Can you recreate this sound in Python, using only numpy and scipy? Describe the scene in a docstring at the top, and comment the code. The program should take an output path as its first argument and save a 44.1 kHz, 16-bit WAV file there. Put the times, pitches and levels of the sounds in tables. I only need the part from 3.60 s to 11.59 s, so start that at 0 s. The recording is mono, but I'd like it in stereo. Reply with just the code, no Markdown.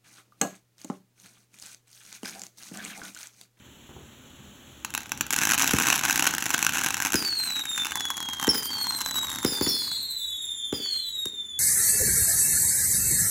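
"""Fireworks on a street at night, heard from the kerb through two microphone ports.
Distant shots thud over the town's rumble and the hiss and roar of fountain jets. From 1.2 s sparks
crackle; from 2.1 s lift charges thump in their tubes. From 3.5 s six of them launch whistles, which
tumble and fall in pitch as their fuel burns. From 4.3 s the ground sounds turn hollower: more 1 kHz,
less 2.5 kHz. Asphalt and house fronts reflect throughout."""
import sys
import numpy as np
from scipy import signal
from scipy.fft import rfft, irfft, next_fast_len
from scipy.io import wavfile
from scipy.ndimage import uniform_filter1d

SR = 44100
rng = np.random.default_rng(int(sys.argv[2]) if len(sys.argv) > 2 else 0)


def output_pcm(signal):
    """Save a mono or channel-first signal as 16-bit PCM at the path in sys.argv[1].

    Samples are clipped to [-1, 1] before scaling.
    """
    pcm = np.clip(np.atleast_2d(signal).T, -1, 1) * 32767
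    wavfile.write(sys.argv[1], SR, np.round(pcm).astype(np.int16))


N = 352359
TIME_S = np.arange(N) / SR

# Table levels are relative. loudest sparks, plus the second snap of the lift at 3.542 s (row at 3.556 s): (time
# [s], level [dB], treble [dB])
LOUD_SPARKS = [(1.2481, -17.5, 3), (1.3047, -31, 17), (1.339, -21.5, 4), (1.3499, -14, 1),
               (1.3772, -16.5, 4), (1.4057, -28.5, 4), (1.4329, -32, 6), (1.4585, -33, -9),
               (1.4942, -32, 7), (1.5191, -15.5, 0.5), (1.5755, -28.5, 10), (1.6093, -10.5, 3),
               (1.6245, -52, -7), (1.6661, -26, 7), (1.7062, -12, 4), (1.727, -12.5, 20), (1.734, -11.5, 1),
               (1.7414, -16, 4), (1.7629, -12, 12), (1.7876, -10.5, 0.5), (1.8148, -15, 3),
               (1.8199, -15, -12), (1.8347, -11.5, 1), (1.8529, -9.5, 6), (1.8719, -10.5, -1),
               (1.892, -12, 3), (1.9016, -13, -5), (1.9106, -9.5, 3), (1.9193, -8.5, 3),
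               (1.9349, -11.5, -1), (1.9434, -13, 4), (1.9788, -13, 6), (1.9853, -14, 17), (1.9956, -11, 3),
               (2.0033, -13.5, -4), (2.0145, -13.5, -7), (2.0215, -8, 14), (2.0318, -13, -14),
               (2.0433, -10.5, -1), (2.0763, -8.5, 13), (2.0932, -15.5, -11), (2.1093, -10.5, 1),
               (2.1351, -13, -3), (2.1694, -40, 11), (2.1859, -8.5, -1), (2.2003, -11, -1),
               (2.2096, -18, -8), (2.222, -14, 17), (2.2299, -22, 8), (2.2516, -21, -3), (2.2611, -25, -1),
               (2.2695, -9.5, 4), (2.2779, -15, -5), (2.2851, -10, 1), (2.3016, -8, -1), (2.3128, -30, -3),
               (2.3274, -8, -1), (2.3529, -20, 9), (2.3583, -13, 9), (2.3784, -18, 3), (2.3925, -17, 9),
               (2.4367, -13, -11), (2.452, -11, 2), (2.4587, -15, -15), (2.4975, -10.5, 0),
               (2.5084, -10.5, 6), (2.5274, -13, 6), (2.5583, -9.5, 5.5), (2.5766, -13, 5),
               (2.5949, -9, -1), (2.6242, -9, -2), (2.638, -21, -1), (2.6436, -16, 4), (2.655, -14.5, -5),
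               (2.6675, -11, 6), (2.6695, -11, -4), (2.673, -7.5, 1), (2.6755, -17, -4), (2.709, -19.5, 7),
               (2.7382, -15.5, -2), (2.7498, -17, 1), (2.7822, -12.5, 3), (2.8055, -25, 14),
               (2.8096, -26, 9), (2.8241, -15.5, -1), (2.84, -24, 15), (2.8572, -14.5, 2),
               (2.864, -14.5, -2), (2.8935, -22, 4), (2.9048, -12.5, 4), (2.9114, -20, 1), (2.938, -21, 5),
               (2.9412, -11, 1), (2.945, -9, -7), (2.9797, -17, 6), (2.991, -16.5, 5), (3.0188, -24, 2),
               (3.0271, -9.5, 4), (3.0482, -15, 4), (3.066, -8.5, 0.5), (3.0928, -15, -1),
               (3.1355, -16.5, 2), (3.146, -19, 4), (3.1576, -19.5, -13), (3.1716, -16, 2),
               (3.1834, -15, 0), (3.1896, -21, 4), (3.196, -31, -5), (3.2124, -19, 3), (3.2167, -19, -5),
               (3.2369, -15, 7), (3.2451, -14, 0), (3.262, -10, -3), (3.2683, -17, -5), (3.2861, -17, 4),
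               (3.3057, -16, 4), (3.3436, -13, 0.5), (3.369, -18.5, 2), (3.4021, -15.5, -1),
               (3.4226, -13, 3), (3.4388, -35, -1), (3.4501, -12.5, 0), (3.4539, -19, -5),
               (3.4604, -16, -1), (3.4697, -17, 1), (3.5217, -17, 11), (3.533, -14.5, 1.5),
               (3.556, -12, 14), (3.6248, -19, -1), (3.6495, -21, 6), (3.664, -24, 0), (3.8732, -27, -4),
               (3.9052, -24, 0), (3.9593, -24, 3), (3.9936, -23, 2), (4.0544, -22, 3), (4.1614, -25, 6),
               (4.178, -16.5, 0), (4.2203, -23, -2), (4.2479, -20, 5), (4.2552, -19.5, -1),
               (4.2683, -20, 4), (4.3091, -24, 3), (4.32, -18.5, -5), (4.3557, -15, 2.5), (4.3732, -23, 2),
               (4.4068, -17.5, -4), (4.4535, -20.5, 0), (4.5034, -16.5, -2), (4.5693, -21, 5),
               (4.5785, -22, -4), (4.604, -20.5, 0), (4.6274, -21.5, 1), (4.6875, -20.5, -4),
               (4.7337, -21.5, 10), (4.798, -19.5, 0), (4.8134, -25, 11), (4.8275, -16, -2),
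               (4.8398, -21, 10), (4.846, -19, -1), (4.8702, -17, 3), (4.9452, -19.5, 0), (4.9498, -22, -6),
               (4.9549, -26, 1), (4.9804, -23, 6), (5.0313, -24, 4), (5.0562, -21, 5), (5.1921, -35, -8),
               (5.2691, -19, -3), (5.3078, -21, -5), (5.3487, -27.5, 8), (5.388, -29, 11),
               (5.4063, -24, 15), (5.4111, -18.5, 1), (5.4164, -18, 15), (5.4496, -27, 12),
               (5.4609, -18, 0), (5.5105, -21, 4), (5.5436, -21.5, -2), (5.5571, -23, -1), (5.5798, -28, 0),
               (5.585, -21, 0), (5.5905, -23, 11), (5.6464, -24, -11), (5.6526, -35, -13),
               (5.7019, -20.5, 13), (5.716, -23.5, -2), (5.7496, -28, 10), (5.7589, -21.5, 12),
               (5.7862, -20.5, 1), (5.8293, -22, 2), (6.2781, -33, -4), (6.3157, -28.5, -5),
               (7.2591, -32.5, -2), (7.362, -37, 2)]
# shower of small sparks: (time [s], level [dB], treble [dB], rate [1/s])
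SPARK_SHOWER = [(1.2, -56, 4, 40), (1.35, -46, 5, 60), (1.69, -45, 5, 60), (1.78, -32, 0, 260),
                (2.2, -28, 0, 290), (2.65, -30, -2, 260), (2.8, -35, 0, 240), (3.2, -33, -1, 240),
                (3.7, -36.5, 1, 170), (4.4, -39.5, -1, 150), (4.85, -39, -2, 150), (5.5, -36, -1, 160),
                (5.8, -37, 0, 150), (6.2, -42, -6, 100), (6.7, -64, -4, 20)]
# spark or snap: (frequency [Hz], level [dB])
CRACK_SPECTRUM = [(40, -30.5), (110, -9), (280, -2.5), (420, -9), (580, -13.5), (850, 4.5), (1150, -3.5),
                  (1350, -0.5), (1560, 5.5), (1800, -2), (2150, -2), (2750, 1.5), (3200, -3.5),
                  (4800, -2.5), (6100, 0.5), (9000, -5.5), (13500, -8.5), (15500, -13.5)]

# one flight per whistle: (time [s], pitch [Hz], level [dB])
WHISTLE_FLIGHTS = [
    [(3.555, 5055, -14.5), (3.579, 4850, -17.0), (3.619, 4775, -21.5), (3.651, 4550, -18.0),
     (3.683, 4550, -16.0), (3.707, 4390, -18.0), (3.755, 4345, -22.5), (3.795, 4165, -21.5),
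     (3.875, 4045, -23.0), (3.891, 3990, -28.5), (4.019, 3775, -28.5), (4.043, 3780, -40.0),
     (4.099, 3685, -25.0), (4.203, 3570, -27.5), (4.299, 3515, -42.0), (4.451, 3390, -27.5),
     (4.611, 3290, -33.5), (4.739, 3240, -34.0), (4.811, 3205, -40.0), (4.827, 3175, -35.0),
     (4.979, 3110, -41.5), (5.131, 3215, -39.5), (5.243, 3200, -43.0), (5.275, 3280, -50.0)],
    [(4.889, 5415, -14.0), (4.897, 5405, -13.5), (4.921, 5005, -18.5), (4.969, 5060, -18.0),
     (4.993, 4875, -18.5), (5.025, 4900, -25.0), (5.057, 4670, -15.0), (5.089, 4655, -23.0),
     (5.121, 4520, -20.5), (5.145, 4540, -22.5), (5.177, 4345, -22.5), (5.225, 4350, -17.5),
     (5.241, 4250, -27.0), (5.297, 4205, -20.5), (5.313, 4160, -33.0), (5.361, 4110, -22.0),
     (5.425, 4030, -31.0), (5.505, 3960, -28.0), (5.545, 3915, -32.0), (5.561, 3885, -24.0),
     (5.785, 3690, -37.0), (5.865, 3620, -28.5), (5.969, 3570, -34.0), (6.057, 3485, -29.0),
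     (6.305, 3425, -41.0), (6.353, 3465, -37.0), (6.449, 3600, -47.5), (6.465, 3745, -40.0)],
    [(5.86, 5045, -14.0), (5.884, 4935, -20.0), (5.916, 5105, -19.0), (5.932, 4845, -16.0),
     (5.996, 4610, -23.0), (6.108, 4305, -23.5), (6.156, 4285, -25.0), (6.348, 3905, -29.0),
     (6.404, 3860, -42.0), (6.452, 3785, -36.5), (6.556, 3645, -39.5), (6.604, 3590, -33.0),
     (6.716, 3465, -30.5), (6.908, 3330, -43.5), (7.148, 3175, -43.0), (7.164, 3185, -57.5),
     (7.22, 3120, -42.5), (7.388, 3075, -46.0), (7.548, 3250, -53.0)],
    [(6.022, 4995, -16.0), (6.062, 4870, -20.5), (6.094, 4980, -19.5), (6.134, 4640, -22.5),
     (6.446, 4025, -27.0), (6.478, 4065, -39.0), (6.51, 3990, -28.0), (6.694, 3840, -33.0),
     (6.718, 3815, -38.0), (6.862, 3605, -28.5), (7.222, 3295, -45.0), (7.246, 3370, -34.0),
     (7.254, 3270, -46.0), (7.326, 3230, -44.0), (7.406, 3260, -52.0), (7.414, 3365, -43.5)],
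    [(6.078, 5545, -24.5), (6.15, 5125, -21.0), (6.174, 5145, -26.0), (6.182, 5020, -23.5),
     (6.246, 4840, -21.0), (6.278, 4810, -26.5), (6.406, 4330, -28.5), (6.454, 4285, -28.5),
     (6.542, 4035, -27.5), (6.726, 3825, -35.5), (6.862, 3670, -30.0), (7.15, 3510, -30.0),
     (7.166, 3485, -39.5), (7.246, 3435, -31.5), (7.326, 3415, -38.0), (7.542, 3495, -38.5),
     (7.598, 3600, -46.0)],
    [(7.136, 4945, -24.5), (7.152, 4925, -21.0), (7.176, 4835, -21.0), (7.184, 4715, -21.5),
     (7.2, 4630, -20.5), (7.224, 4625, -22.5), (7.264, 4455, -21.0), (7.344, 4235, -21.0),
     (7.408, 4110, -29.0), (7.416, 4055, -30.5), (7.504, 3900, -27.0), (7.52, 3885, -37.0),
     (7.568, 3815, -27.5), (7.688, 3665, -26.5), (7.704, 3675, -37.5), (7.752, 3605, -30.0),
     (8.0, 3420, -37.0)],
]
# one voice per whistle: (trim [dB], screech [0-1], overtones [dB], overtone fade [dB/s],
# tumble rate [Hz], tumble depth [factor])
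WHISTLE_VOICES = [(1.5, 0.46, 3.5, 11.5, 17, 0.35), (0.5, 0.4, 0.5, 2, 12, 1.8), (0, 0.8, 0.5, 9, 12, .6),
                  (-0.5, .9, 2, 8.5, 12, 1.2), (-0.5, 0.76, -1.5, 2.5, 12, 0.6),
                  (1, 0.26, 1.5, 16.5, 8.6, 0.1)]
# whistle tube: (harmonic [number], level [dB], tumble swing [dB], launch offset [dB])
WHISTLE_PARTIALS = [(1, 0.5, 1, 1.5), (2, -8, 1.5, -14), (3, -15, 9, -12.5), (4, -24.5, 9, -9)]
# whistle gas: (frequency [Hz], level [dB])
EXHAUST_SPECTRUM = [(400, -28), (900, -17), (1500, 3.5), (3000, 3.5), (5000, -2.5), (7000, 9.5),
                    (11000, -12), (15500, -1)]

# lift charges: (time [s], push [dB], push length [s], puff start pitch [Hz], puff [dB], puff lag [s],
# snap [dB], snap treble [dB])
LIFT_CHARGES = [(2.135, -7, 0.0043, 464, -10.5, 0.0026, -14.5, 5),
                (3.542, -22.5, 0.001, 490, -14.5, 0.0036, -12.5, 3),
                (4.878, -22.5, 0.0012, 492, -13, 0.0021, -16.5, -4),
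                (5.848, -22, .0014, 468.5, -11.5, .0014, -13.5, 2.5),
                (6.011, -21, 0.0019, 493, -14, 0.0015, -20.5, 0),
                (6.065, -26, 0.001, 503, -15.5, 0.00437, -22, -9),
                (7.126, -28, 0.0009, 524, -16, 0.0022, -27.5, -4),
                (7.656, -36, 0.0017, 527, -31.5, 0.004, -24.5, 14)]
# shots some streets away: (time [s], push [dB], push length [s])
DISTANT_SHOTS = [(.285, -30, 0.003), (.305, -34, 0.0025), (.357, -27.5, 0.0022)]
# gas push: (frequency [Hz], level [dB])
THUMP_SPECTRUM = [(20, -24), (45, -19), (70, 0.5), (130, 5.5), (260, -1.5), (410, 6.5), (540, -5), (800, 3),
                  (1500, 1), (4000, -40), (12000, -58)]
# turbulent gas behind a shot: (frequency [Hz], level [dB])
RUSH_SPECTRUM = [(60, -26), (200, -11), (330, -0.5), (450, 1.5), (560, -13), (750, -11.5), (3000, -24),
                 (12000, -76)]

# jet hiss: (time [s], level [dB])
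JET_ENVELOPE = [(0, -54), (.7, -52), (1.0, -51.5), (1.7, -50.5), (3.5, -56.5), (6.0, -50.5), (6.6, -62.5),
                (7.4, -63), (8, -68)]
# jet hiss: (frequency [Hz], level [dB])
JET_SPECTRUM = [(600, 4), (1000, -0.5), (1550, -8), (2200, -13), (3100, 4.5), (4500, 0.5), (5400, -7.5),
                (7200, -0.5), (8100, -6), (9500, -10.5), (15500, -9)]
# flame roar: (time [s], level [dB])
ROAR_ENVELOPE = [(0, -55.5), (.7, -55), (1.2, -54), (2.2, -46), (3.3, -51.5), (4.2, -62), (6, -52),
                 (6.7, -68), (8, -64.5)]
# flame roar: (frequency [Hz], level [dB])
ROAR_SPECTRUM = [(25, -36), (70, -0.5), (115, -2), (170, -5.5), (260, -1), (400, -12.5), (600, -26.5),
                 (1500, -15.5), (5000, -48)]
# town rumble: (frequency [Hz], level [dB])
TOWN_SPECTRUM = [(20, -27), (45, -7), (70, 9.5), (110, -9), (250, -15), (400, 0.5), (600, -34),
                 (1200, -12.5), (3000, -3), (9000, -64)]

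# house fronts and parked cars: (delay [s], level [dB])
STREET_ECHOES = [(0.014, -16), (0.027, -38), (.072, -13.5), (0.097, -21), (.135, -66)]
# street tail: (frequency [Hz], T60 [s])
TAIL_DECAY = [(100, 0.1), (400, 0.69), (1500, 0.29), (4000, 0.35), (8000, 0.056), (15000, 0.12)]
# tail between the ports: (frequency [Hz], coherence [0-1])
TAIL_COHERENCE = [(100, 1), (400, 0.96), (1000, 0), (2800, 0), (5000, 1), (15000, 1)]
# hollow colour of the ground sounds: (frequency [Hz], gain [dB])
HOLLOW_RESPONSE = [(500, 1), (750, 2), (1100, 5), (1550, -4), (2000, 1.5), (2550, -13.5), (3400, 3.5),
                   (6000, -1), (9500, -0.5), (12000, 1), (15000, 0)]
# right port: (frequency [Hz], phase [half turns])
PORT_PHASE = [(30, 0), (120, .1), (280, .35), (600, .8), (1500, .85), (3000, 1.05), (4700, 1.23),
              (15000, 1.23)]


def cracks(rows, bounce=0.66, bounce_s=0.0007, fizz_db=-1, fizz_s=0.00087,
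           scatter_db=-4, scatter_s=0.0019, split_hz=4000, size=640):
    """Each crack is a shock with a brief fizz, a bounce off the asphalt and scatter at each port."""
    t, out = np.arange(size) / SR, np.zeros((2, N))
    low_pass, bass = signal.butter(1, split_hz, fs=SR), signal.butter(1, 900, fs=SR)
    for time_s, db, treble_db in rows:
        fizz = rng.standard_normal(size) * t * np.exp(-t / (fizz_s * rng.uniform(0.63, 1.8)))
        scatter = rng.standard_normal((2, size)) * np.exp(-t / scatter_s)
        scatter[1] += signal.lfilter(*bass, scatter[0] - scatter[1])  # bass reaches both ports alike
        shock = gain(scatter_db) * scatter / np.linalg.norm(scatter[0])
        shock += gain(fizz_db) * fizz / np.linalg.norm(fizz)
        shock[:, 0] += 1
        shock[:, round(bounce_s * rng.uniform(0.7, 1.2) * SR)] += bounce  # higher sparks bounce later
        body, treble = signal.lfilter(*low_pass, shock), gain(treble_db)
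        shock = (body + treble * (shock - body)) / np.sqrt(0.5 + 0.5 * treble ** 2)
        add(out, time_s, gain(db) * shock)
    return coloured(out, CRACK_SPECTRUM) * np.sqrt(0.003 * SR / 2)


def crackle(spread_db=3.4, treble_spread_db=3, max_per_s=300):
    """Small sparks burst at random, a few much louder than the rest."""
    times_s, levels_db, trebles_db, rates_per_s = np.transpose(SPARK_SHOWER)
    when, strength, tint, luck = rng.random((round(max_per_s * N / SR), 4)).T
    onset_s = when * N / SR
    db = np.interp(onset_s, times_s, levels_db) + spread_db * (np.minimum(-np.log(strength), 3) - 1)
    treble_db = np.interp(onset_s, times_s, trebles_db) + treble_spread_db * (2 * tint - 1)
    unlit = luck * max_per_s > np.interp(onset_s, times_s, rates_per_s, left=0, right=0)
    db[unlit] = -np.inf
    return cracks(zip(onset_s, db, treble_db))


def whistle(flight, voice, wobble=0.0098, jitter=0.0057, calm_s=0.19, rasp=0.29, overtone_rasp=0.077,
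            screech_hz=416, screech_s=0.39, sputter_db=2.2, sputter_hz=45,
            attack_s=0.0017, release_s=0.017):
    """Burning fuel lengthens the tube's air column, so pitch falls; tumbling swings pitch and beam."""
    trim_db, screech, overtones_db, fade_db_per_s, tumble_hz, depth = voice
    times_s, pitches_hz, levels_db = np.transpose(flight)
    t = np.arange(times_s[0], times_s[-1], 1 / SR)
    age_s, n = t - t[0], len(t)
    tumble_rad = phase_rad(tumble_hz * (1 + 0.015 * drift(7.3, n)))
    facing = np.log(0.12 + abs(np.cos(tumble_rad / 2))) + 0.35
    flare = np.exp(-age_s / calm_s)  # the burn is wildest at launch
    unrest = 0.14 + flare
    bend = unrest * (wobble * np.sin(tumble_rad) + jitter * drift(185, n))
    pitch_hz = np.interp(t, times_s, pitches_hz) * (1 + bend)
    phase = phase_rad(pitch_hz)
    smear = 0.54 * screech * np.exp(-age_s / screech_s)  # the fresh flame is unsteady
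    upper_db = overtones_db - fade_db_per_s * age_s + sputter_db * drift(sputter_hz, n)
    tone = 0
    for k, db, swing_db, launch_db in WHISTLE_PARTIALS:
        beam = gain(db + depth * swing_db * facing + launch_db * flare + upper_db * (k > 1))
        turbulence = 1 + rasp * unrest * eddies(140, n)
        turbulence += (smear * k + overtone_rasp * (k - 1)) * eddies(screech_hz, n)
        tone += (k * pitch_hz < SR / 2) * beam * (turbulence * np.exp(1j * k * phase)).real
    gate = np.clip(np.minimum(age_s / attack_s, (t[-1] - t) / release_s), 0, 1)
    return t[0], np.sqrt(2) * gain(np.interp(t, times_s, levels_db) + trim_db) * gate * tone


def exhaust(whistles, relative_db=-25):
    """The gas that blows the whistles hisses in step with their level."""
    whistle_rms = np.sqrt(abs(uniform_filter1d(whistles ** 2, 900)))
    return gain(relative_db) * whistle_rms * noise(EXHAUST_SPECTRUM)


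def thumps(rows, lag_s=0.008, size=1024):
    """Gas swells out of a tube: a low pulse, deeper for a longer push."""
    t, pushes = np.arange(size) / SR, np.zeros(N)
    for time_s, db, push_s, *_ in rows:
        push = (1 - t / push_s / 2) * np.exp(-t / push_s / 2)
        add(pushes, time_s + lag_s, gain(db) * push / (push_s * SR))
    return coloured(pushes, THUMP_SPECTRUM) * np.sqrt(0.01 * SR)


def muzzles(rise_s=0.0024, drop=0.81, drop_s=0.0051, rush_db=-13, rush_s=0.015, size=3072):
    """A launch tube's gas swings in a puff that deepens as it spreads; turbulent gas rushes after."""
    t, puffs, rush = np.arange(size) / SR, np.zeros((1, N)), np.zeros(N)
    envelope = (t / rise_s) ** 2 * np.exp(2 - 2 * t / rise_s)
    glide = 1 - drop * (1 - np.exp(-t / drop_s))
    for time_s, _, _, hz, db, lag_s, *_ in LIFT_CHARGES:
        add(puffs, time_s + lag_s, -gain(db) * envelope * np.sin(phase_rad(hz * glide)))
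        add(rush, time_s, gain(db + rush_db) * np.exp(-t / rush_s) * rng.standard_normal(size))
    return puffs + coloured(rush, RUSH_SPECTRUM)


def jet(flutter_db=0.8, flutter_hz=45):
    """Gas hisses through cardboard nozzles, fluttering as the powder burns unevenly."""
    hiss = noise([(150, -0.99)] + JET_SPECTRUM)
    return hiss * gain_curve(JET_ENVELOPE) * gain(flutter_db * drift(flutter_hz))


def roar(flutter_db=2, flutter_hz=18):
    """Flames buffet the air above the nozzles."""
    return noise(ROAR_SPECTRUM) * gain_curve(ROAR_ENVELOPE) * gain(flutter_db * drift(flutter_hz))


def town(rumble_db=-61, swell_db=1.0, hum_hz=74, hum_db=-73, waver_db=2):
    """Low rumble of the neighbourhood with a faint, wavering hum."""
    hum = np.sqrt(2) * gain(hum_db + waver_db * drift(2.2)) * np.sin(2 * np.pi * hum_hz * TIME_S)
    return gain(rumble_db + swell_db * drift(27.0)) * noise(TOWN_SPECTRUM) + hum


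def street(x, tail_db, echo_db):
    """Direct sound, slaps from house fronts and cars, and a scattered tail at each port."""
    count, taps = SR // 20, np.zeros((2, SR))
    positions = np.arange(count) * 20 + rng.integers(0, 20, (2, count))
    np.put_along_axis(taps, positions, rng.choice([-1., 1.], (2, count)), 1)
    hz, t, spectra = signal.stft(taps, SR, nperseg=256)
    coherence = np.clip(at_hz(TAIL_COHERENCE, hz), 0, 1)[:, None]
    spectra[1] = coherence * spectra[0] + np.sqrt(1 - coherence ** 2) * spectra[1]
    decay = gain(-60 * t / at_hz(TAIL_DECAY, hz)[:, None])
    tail = signal.istft(spectra * decay, SR, nperseg=256)[1]
    paths = gain(tail_db) * tail / np.linalg.norm(tail[0])
    paths[:, 0] += 1
    for delay_s, db in STREET_ECHOES:
        paths[:, round(delay_s * SR)] += gain(db + echo_db)
    return signal.oaconvolve(x, paths, axes=1)[:, :N]


def hollow_colour(ground, start_s=4.33):
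    """At start_s the ground sounds turn hollower: more 1 kHz, less 2.5 kHz."""
    response = gain(at_hz(HOLLOW_RESPONSE, np.fft.rfftfreq(2 * N, 1 / SR)))
    hollow = irfft(rfft(ground, 2 * N) * response)[:, :N]
    return np.where(TIME_S > start_s, hollow, ground)


def gain(db):
    """Decibels to an amplitude factor."""
    return 10 ** (np.asarray(db) / 20)


def gain_curve(rows):
    """(time [s], level [dB]) to a gain per sample."""
    return gain(np.interp(TIME_S, *np.transpose(rows)))


def at_hz(rows, hz):
    """Table lookup on a log-frequency axis."""
    knots_hz, values = np.transpose(rows)
    return np.interp(np.log(hz + 1), np.log(knots_hz + 1), values)


def phase_rad(hz):
    """Running phase of a varying frequency."""
    return 2 * np.pi * np.cumsum(hz) / SR


def add(mix, time_s, sound):
    """Mixes a sound in at time_s."""
    part = mix[..., max(round(time_s * SR), 0):][..., :sound.shape[-1]]
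    part += sound[..., :part.shape[-1]]


def drift(rate_hz, n=N, hop=32):
    """Slow noise, rms about 1, rolled off above rate_hz."""
    size = 2 * N // hop
    hz = np.fft.rfftfreq(size, hop / SR)
    slow = irfft(rfft(rng.standard_normal(size)) / (1 + (hz / rate_hz) ** 4))
    curve = np.interp(np.arange(N) / hop, np.arange(len(slow)), slow)
    return curve[:n] / np.sqrt(np.mean(curve ** 2))


def eddies(rate_hz, n):
    """Complex drift: shakes a tone's amplitude and phase."""
    return (drift(rate_hz, n) + 1j * drift(rate_hz, n)) / np.sqrt(2)


def coloured(x, spectrum, size=4096):
    """Minimum-phase filter of unit energy with the given spectrum."""
    log_gain = np.log(gain(at_hz(spectrum, abs(np.fft.fftfreq(size, 1 / SR)))))
    ring = np.fft.ifft(np.exp(np.conj(signal.hilbert(log_gain)))).real[:size // 2]
    return signal.oaconvolve(np.atleast_2d(x), ring[None] / np.linalg.norm(ring), axes=1)[:, :N]


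def noise(spectrum):
    """Coloured noise, rms about 1."""
    return coloured(rng.standard_normal(N), spectrum)


def scene():
    """All sources, each with its own share of the street."""
    whistles = np.zeros((1, N))
    for flight, voice in zip(WHISTLE_FLIGHTS, WHISTLE_VOICES):
        add(whistles, *whistle(flight, voice))
    lift_snaps = [(time_s, db, treble_db) for time_s, *_, db, treble_db in LIFT_CHARGES]
    sparks = gain(-4.5) * cracks(LOUD_SPARKS) + gain(-3.0) * cracks(lift_snaps) + crackle()
    ground = street(sparks, tail_db=-10.0, echo_db=-28)
    ground += street(jet() + roar() + town(), tail_db=-12.5, echo_db=-1)
    launches = street(thumps(LIFT_CHARGES) + muzzles(), tail_db=-14, echo_db=-2.5)
    distant = street(thumps(DISTANT_SHOTS), tail_db=0.5, echo_db=-10)
    airborne = street(whistles + exhaust(whistles), tail_db=-6.5, echo_db=-6.0)
    return hollow_colour(ground) + launches + distant + gain(-2.2) * airborne


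def record(dry, port_delay_s=0.000235, bass_left_db=1.6, bass_hz=450, ceiling=0.85, cutoff_hz=15950):
    """The right port lags and turns in phase above the bass; peaks are rounded, then band-limited."""
    size = next_fast_len(N + 4096)
    hz = np.fft.rfftfreq(size, 1 / SR)
    spectra = rfft(dry, size)
    spectra[1] *= np.exp(1j * np.pi * (at_hz(PORT_PHASE, hz) - 2 * hz * port_delay_s))
    spectra *= gain(np.outer([1, -1], bass_left_db * np.exp(-(hz / bass_hz) ** 4)))
    ports = irfft(spectra, size)[:, :N]
    rounded = ports / (1 + (ports / ceiling) ** 4) ** 0.25
    low_pass = signal.firwin(255, cutoff_hz, window=("kaiser", 8), fs=SR)
    return signal.oaconvolve(rounded, low_pass[None], "same")


dry = scene()
out = record(dry)
output_pcm(out)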